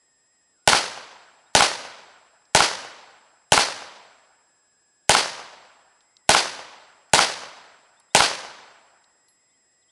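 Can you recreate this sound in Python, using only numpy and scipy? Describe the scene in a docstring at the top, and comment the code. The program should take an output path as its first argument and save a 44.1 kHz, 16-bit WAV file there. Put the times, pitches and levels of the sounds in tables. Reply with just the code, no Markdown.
"""Eight overloaded single shots from a submachine gun, outdoors before dense woods.
Each is a bolt slam and a blast (pressure pulses ringing resonances, plus noise cracks), single echoes,
a backstop slap, and filtered noise for the foliage wash and far tail. Four bullet impacts follow.
Softer: noise-burst clicks, a ringing spent case, gliding sine chirps, electronic whine and air hiss.
The input ducks, saturates and band-limits the sum."""
import sys
import numpy as np
from scipy import signal
from scipy.fft import rfft, irfft, next_fast_len
from scipy.io import wavfile

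SR = 44100
rng = np.random.default_rng(int(sys.argv[2]) if len(sys.argv) > 2 else 0)


def store_pcm(level_fs):
    """Save levels as 16-bit WAV."""
    pcm = np.round(np.clip(level_fs, -1, 1) * 32767).astype(np.int16)
    wavfile.write(sys.argv[1], SR, np.atleast_2d(pcm).T)


N = 437022
TIME_S = np.arange(N) / SR
SHOT_TIME_S = np.arange(int(1.5 * SR)) / SR

# Shots. Each row: start in seconds, strength in dB.
SHOTS = [(.675, -.1), (1.55, .5), (2.5484, 0), (3.5202, -.4), (5.0934, 0), (6.2917, .1), (7.1342, .2),
         (8.1483, .4)]
# Bolt slam and muzzle blast. Each: pulse in dB, pulse length in seconds, crack in dB, crack t60 in seconds.
BOLT_SLAM = (-13, .00025, -2.5, .021)
MUZZLE_BLAST = (8.3, .00055, -5.5, .018)
# Resonances the blast excites. Each row: pitch in Hz, width in Hz, gain in dB.
BLAST_MODES = [(162, 83, -4), (442.2, 30, 1), (650, 180, 9.5), (825, 130, 14), (1473, 120, 10.5)]
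# Colour of every crack. Each row: frequency in Hz, gain in dB.
CRACK_COLOUR = [(100, -17.5), (500, 0), (1500, 1.5), (3000, 8), (5000, 2), (7000, 3.5), (10500, -2),
                (14000, -14)]
# Single echoes, near ground and bushes to far trunks. Each row: delay in seconds, pulse in dB.
ECHOES = [(.0108, -11), (.016, -12), (.0238, -13), (.067, -17), (.0735, -9.5), (.1335, -25), (.1656, -21.5),
          (.301, -29)]
# Backstop slap. In order: delay in seconds, pulse in dB, pulse length in seconds, crack in dB,
# crack t60 in seconds.
BACKSTOP = (.0566, 15, .00014, 0, .008)
# Resonances of slap and impacts. Each row: pitch in Hz, width in Hz, gain in dB.
SLAP_MODES = [(187.8, 90, 3.6), (836, 90, 12.3), (1076, 150, 13), (1355, 180, 13.3), (2180, 230, 8.3),
              (3050, 350, 2.6), (4000, 900, 5)]
# Scatter from the woods, before WASH_DB, TAIL_DB and shot strength. Each row: frequency in Hz,
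# foliage in dB per Hz, foliage t60 in seconds, far in dB per Hz, far t60 in seconds.
WOODS = [(35, -67.5, 0.1, -89, 1.8), (138, -70.5, 0.31, -70, 1.2), (287, -50, 0.15, -66.5, 1.3),
         (400, -58, 0.39, -65.5, 1.3), (560, -53, .35, -58.5, 1.34), (920, -48, 0.26, -57, 1.51),
         (1065, -55, 0.46, -60, 1.376), (1390, -52.5, .38, -59.5, 1.516), (1950, -54.5, .42, -63, 1.364),
         (4000, -53.5, 0.31, -60, 0.99), (4810, -51.5, .42, -60.5, 1.05), (6600, -61.5, 0.3, -58.5, 0.67),
         (10300, -63, 0.3, -65.5, 0.63), (13200, -72, .33, -76, 0.61)]
# Bullets striking downrange. Each row: start in seconds, pulse in dB, pulse length in seconds.
IMPACTS = [(1.6223, 0, .00028), (3.5893, -.5, .00006), (5.168, -1, .000045), (7.203, .5, .00005)]
# Trigger and sear clicks. Each row: start in seconds, level before filtering in dB, pitch in Hz,
# t60 in seconds.
CLICKS = [(2.452, -46.5, 4800, .03), (4.189, -60, 6000, .03), (6.006, -44, 3800, .035),
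          (6.168, -29, 3940, .0084), (7.097, -47, 4800, .018), (7.999, -40.5, 9000, .019),
          (8.001, -44, 4180, .025), (9.041, -43, 4100, .025), (9.284, -43, 4300, .017)]
# Modes of the spent case. Each row: pitch in Hz, peak in dB, t60 in seconds.
CASE_MODES = [(4280, -67, 0.13), (10850, -57, .16), (11160, -55, .2)]
# Bird chirps. Each row: start in seconds, middle pitch in Hz, glide in octaves, peak in dB.
CHIRPS = [(1.452, 3680, .3, -64), (7.812, 3950, .3, -68), (7.958, 3580, .2, -63.5),
          (8.094, 3650, .25, -62.5), (9.485, 3780, .1, -73), (9.524, 3170, .2, -73),
          (9.807, 3650, -.8, -69), (9.876, 3300, .4, -64.5)]
# Steady whine. Each row: pitch in Hz, level in dB rms.
STEADY_WHINE = [(2543.5, -89), (5087, -74.5), (7643.5, -67.5), (8812, -87)]
# Wandering whine. Each row: time in seconds, pitch in Hz before jitter.
WANDERING_PITCH = [(0, 1879), (0.53, 1820), (0.58, 1367), (0.63, 1470), (1.42, 1755), (4.6, 1696),
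                   (5.03, 1685), (5.96, 1766), (6.13, 2143), (6.24, 1938), (9.2, 1906), (9.52, 2040),
                   (9.65, 1868), (9.85, 1960)]
# Wandering whine levels. In order: tone, lower sideband, upper sideband, all in dB rms.
WANDERING_DB = (-75.4, -93, -86.5)
# Still air and hiss. Each row: frequency in Hz, level in dB per Hz.
AIR = [(25, -112), (100, -108), (300, -105), (800, -105), (1500, -111), (3000, -115), (6000, -116),
       (10000, -117), (13000, -132)]

# direct sound with single echoes, foliage wash, far tail; shot strength adds to each
REPORT_DB, WASH_DB, TAIL_DB = 2.4, 1.5, -1.8
BOLT_RUN_S, IGNITION_S = .015, .0026
ECHO_PULSE_S, ECHO_CRACK_T60_S = .00026, .018
# echo crack relative to its pulse
NEAR_ECHO_S, NEAR_CRACK_DB, DULLING_DB_PER_DOUBLING = .01, 4.5, 6.3
# impact crack: relative to its pulse; t60 in pulse lengths
IMPACT_CRACK_DB, IMPACT_CRACK_LENGTHS = -11.5, 68
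CASE_S, CHIRP_S = 9.284, .042


def gunfire(clump_db=2.3, clumps_per_s=170, alike=.5):
    """All shots meet the same trees, so their echoes share much of their pattern."""
    out = np.zeros(N)
    shape = (2, len(SHOT_TIME_S))
    trees = rng.standard_normal(shape)
    bands = woods_bands()
    # early echoes come in clumps, later ones merge
    clumps = from_db(clump_db * drift(SHOT_TIME_S, clumps_per_s) / (1 + SHOT_TIME_S / .37))
    for start_s, strength_db in SHOTS:
        add(out, start_s - BOLT_RUN_S, bolt_run())
        add(out, start_s, from_db(strength_db + REPORT_DB) * report())
        add(out, start_s + BACKSTOP[0], backstop_slap())
        fresh = rng.standard_normal(shape)
        scatter = clumps * (np.sqrt(alike) * trees + np.sqrt(1 - alike) * fresh)
        add(out, start_s, from_db(strength_db) * woods(bands, scatter))
    return out


def bolt_run(level_db=-51, hz=2100, width_hz=9000):
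    """The bolt rasps forward before firing: swelling noise through a broad resonance."""
    run = np.linspace(.5, 1, int(BOLT_RUN_S * SR))
    return from_db(level_db) * run * resonate(rng.standard_normal(len(run)), hz, width_hz)


def report():
    """Bolt slam, muzzle blast and single echoes of one shot."""
    out = np.zeros(len(SHOT_TIME_S))
    add(out, 0, bang(BLAST_MODES, *BOLT_SLAM))
    add(out, IGNITION_S, bang(BLAST_MODES, *MUZZLE_BLAST))
    for delay_s, pulse_db in ECHOES:
        add(out, delay_s, echo(delay_s, pulse_db))
    return out


def bang(modes, pulse_db, length_s, crack_db, crack_t60_s):
    """A pressure jump with its suction phase rings the resonances; a short noisy crack rides on it."""
    t = SHOT_TIME_S[:SR // 10]
    phase = t / (length_s * rng.uniform(.92, 1.08))
    pulse = from_db(pulse_db) * (1 - phase) * np.exp(-phase)
    boom = sum(from_db(db) * resonate(pulse, hz, width_hz) for hz, width_hz, db in modes)
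    noise = coloured(rng.standard_normal(len(t)), CRACK_COLOUR)
    crack = from_db(crack_db) * noise * fade(t, crack_t60_s)
    return crack - pulse - boom


def echo(delay_s, pulse_db):
    """A single reflection of the blast: the longer its way, the less crack is left."""
    dulling_db = DULLING_DB_PER_DOUBLING * np.log2(delay_s / NEAR_ECHO_S)
    crack_db = pulse_db + NEAR_CRACK_DB - dulling_db
    return bang(BLAST_MODES, pulse_db, ECHO_PULSE_S, crack_db, ECHO_CRACK_T60_S)


def backstop_slap():
    """The backstop returns a hard, short pulse with its own resonances."""
    return bang(SLAP_MODES, *BACKSTOP[1:])


def woods(bands, scatter):
    """The woods answer one shot: scattered noise, filtered and enveloped band by band."""
    out = np.zeros(len(SHOT_TIME_S))
    for k, (band, level) in enumerate(bands):
        # neighbouring bands use different noise
        out += signal.sosfilt(band, scatter[k % 2]) * level
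    return np.sqrt(SR / 2) * out


def woods_bands():
    """Filter and level over time per third octave: near foliage wash plus far tail, summed in power."""
    bands = []
    edges_hz = 25 * 2 ** (np.arange(28) / 3)
    for low_hz, high_hz in zip(edges_hz, edges_hz[1:]):
        near_db, near_t60_s, far_db, far_t60_s = at_hz(WOODS, np.sqrt(low_hz * high_hz))
        tail = far_tail(low_hz, far_db, far_t60_s)
        wash = foliage_wash(near_db, near_t60_s)
        band = signal.butter(2, [low_hz, high_hz], "band", fs=SR, output="sos")
        bands.append((band, np.hypot(wash, tail)))
    return bands


def foliage_wash(db, t60_s, rise_s=.016, blast_hold_s=.035, slap_db=-2.4, slap_hold_s=.006):
    """Leaves answer blast and slap: each wash holds while the sound crosses them, then decays."""
    def answer(age_s, hold_s):
        """Rises, holds, then fades."""
        return swell(age_s, rise_s) / np.hypot(1, fade(hold_s - age_s, t60_s))

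    to_blast = answer(SHOT_TIME_S, blast_hold_s)
    to_slap = answer(SHOT_TIME_S - BACKSTOP[0], slap_hold_s)
    return from_db(WASH_DB + db) * np.hypot(to_blast, from_db(slap_db) * to_slap)


def far_tail(low_hz, db, t60_s, rise_s=.03, lump_db=2.0, lumps_per_s=45):
    """Far trunks return the lows in separate lumps; leaves scatter the treble evenly."""
    lumps_db = lump_db * drift(SHOT_TIME_S, lumps_per_s) / np.hypot(1, low_hz / 2500)
    return from_db(TAIL_DB + db + lumps_db) * swell(SHOT_TIME_S, rise_s) * fade(SHOT_TIME_S, t60_s)


def bullet_impacts():
    """Strikes downrange: short pulses that ring the slap resonances."""
    out = np.zeros(N)
    for start_s, db, length_s in IMPACTS:
        crack_t60_s = IMPACT_CRACK_LENGTHS * length_s
        add(out, start_s, bang(SLAP_MODES, db, length_s, db + IMPACT_CRACK_DB, crack_t60_s))
    return out


def action_clicks(width_share=.55):
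    """Dry trigger and sear clicks: decaying noise through two equal resonances."""
    out = np.zeros(N)
    for start_s, db, hz, t60_s in CLICKS:
        touch = from_db(db) * rng.standard_normal(len(SHOT_TIME_S)) * fade(SHOT_TIME_S, t60_s)
        once = resonate(touch, hz, width_share * hz)
        add(out, start_s, resonate(once, hz, width_share * hz))
    return out


def case_ring():
    """A nudged brass case rings thinly: decaying sine modes."""
    out = np.zeros(N)
    for hz, db, t60_s in CASE_MODES:
        ring = np.sin(2 * np.pi * hz * SHOT_TIME_S) * fade(SHOT_TIME_S, t60_s)
        add(out, CASE_S, from_db(db) * ring)
    return out


def birds(flutter=.03, flutters_per_s=200):
    """Short whistles: gliding sines with fluttering pitch."""
    out = np.zeros(N)
    quiver = 1 + flutter * drift(TIME_S, flutters_per_s)
    progress = np.linspace(-.5, .5, int(CHIRP_S * SR))
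    for start_s, middle_hz, octaves, db in CHIRPS:
        local_quiver = np.roll(quiver, -int(start_s * SR))[:len(progress)]
        hz = middle_hz * 2 ** (octaves * progress) * local_quiver
        whistle = np.sin(2 * np.pi * np.cumsum(hz) / SR)
        add(out, start_s, from_db(db) * np.hanning(len(hz)) * whistle)
    return out


def electronic_whine():
    """Steady sine tones, and a group that wanders and jitters together."""
    steady = sum(from_db(db) * np.sin(2 * np.pi * hz * TIME_S) for hz, db in STEADY_WHINE)
    jitter = .022 * drift(TIME_S, 50) + .042 * drift(TIME_S, 450)
    pitch_hz = np.interp(TIME_S, *np.transpose(WANDERING_PITCH))
    cycles = np.cumsum(pitch_hz * (1 + jitter)) / SR
    # sidebands lie around the strongest steady tone
    carrier = STEADY_WHINE[2][0] * TIME_S
    wandering = np.zeros(N)
    for db, turns in zip(WANDERING_DB, (cycles, carrier - cycles, carrier + cycles)):
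        wandering += from_db(db) * np.sin(2 * np.pi * turns)
    return np.sqrt(2) * (steady + wandering)  # rms to peak


def still_air():
    """Steady coloured noise."""
    return coloured(rng.standard_normal(N), AIR) * np.sqrt(SR / 2)


def from_db(db):
    """dB to amplitude."""
    return 10 ** (np.asarray(db) / 20)


def fade(t_s, t60_s):
    """Falls by 60 dB in t60_s."""
    return np.exp(-np.log(1000) * t_s / t60_s)


def swell(t_s, rise_s):
    """Rises smoothly from 0 to 1, starting at time 0."""
    return 1 - np.exp(-(np.maximum(t_s, 0) / rise_s) ** 2)


def drift(t_s, knots_per_s):
    """Random values joined by straight lines, spread near 1."""
    knots = rng.standard_normal(8192)
    return np.interp(t_s * knots_per_s, np.arange(len(knots)), knots)


def add(track, start_s, sound):
    """Mixes a sound in at a time."""
    start = max(int(round(start_s * SR)), 0)
    track[start:start + len(sound)] += sound[:len(track) - start]


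def at_hz(table, hz):
    """Every column of a table, read on a log-frequency axis."""
    freqs_hz, *columns = np.transpose(table)
    return [np.interp(np.log(hz + 1e-9), np.log(freqs_hz), column) for column in columns]


def coloured(noise, spectrum):
    """Shapes noise with a table of dB over Hz."""
    size = next_fast_len(len(noise))
    level_db, = at_hz(spectrum, np.fft.rfftfreq(size, 1 / SR))
    return irfft(rfft(noise, size) * from_db(level_db), size)[:len(noise)]


def resonate(x, hz, width_hz):
    """A two-pole resonance with gain near 1 at its top."""
    r = np.exp(-np.pi * width_hz / SR)
    zeros = np.array([1, 0, -1]) * (1 - r * r) / 2
    poles = [1, -2 * r * np.cos(2 * np.pi * hz / SR), r * r]
    return signal.lfilter(zeros, poles, x)


def limiter(x, threshold_db=1, release_db_per_s=1700, smoothing_s=.004, slope=.75):
    """Gain ducks by a share of the held overshoot, smoothed over milliseconds."""
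    over_db = np.maximum(20 * np.log10(np.abs(x) + 1e-9) - threshold_db, 0)
    # peak hold that falls at the release rate
    ramp_db = release_db_per_s * TIME_S
    held_db = np.maximum.accumulate(over_db + ramp_db, axis=-1) - ramp_db
    r = np.exp(-1 / (smoothing_s * SR))
    return x * from_db(-slope * signal.lfilter([1 - r], [1, -r], held_db))


def scene():
    """Sum of all sources, one channel."""
    shooting = gunfire() + bullet_impacts()
    handling = action_clicks() + case_ring()
    return (shooting + handling + birds() + electronic_whine() + still_air())[None]


def record(dry, input_top=.58, output_top=.72, band_hz=10800, low_cut_hz=22, cutoff_hz=16000):
    """The input ducks and saturates, a narrow band rounds it off, the overshoots clip once more."""
    ducked = limiter(dry)
    overloaded = ducked / (1 + (ducked / input_top) ** 6) ** (1 / 6)
    narrow = signal.sosfilt(signal.butter(14, band_hz, fs=SR, output="sos"), overloaded)
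    thinned = signal.sosfilt(signal.butter(1, low_cut_hz, "high", fs=SR, output="sos"), narrow)
    clipped = np.clip(thinned, -output_top, output_top)
    return signal.sosfilt(signal.ellip(10, .1, 80, cutoff_hz, fs=SR, output="sos"), clipped)


dry = scene()
out = record(dry)
store_pcm(out)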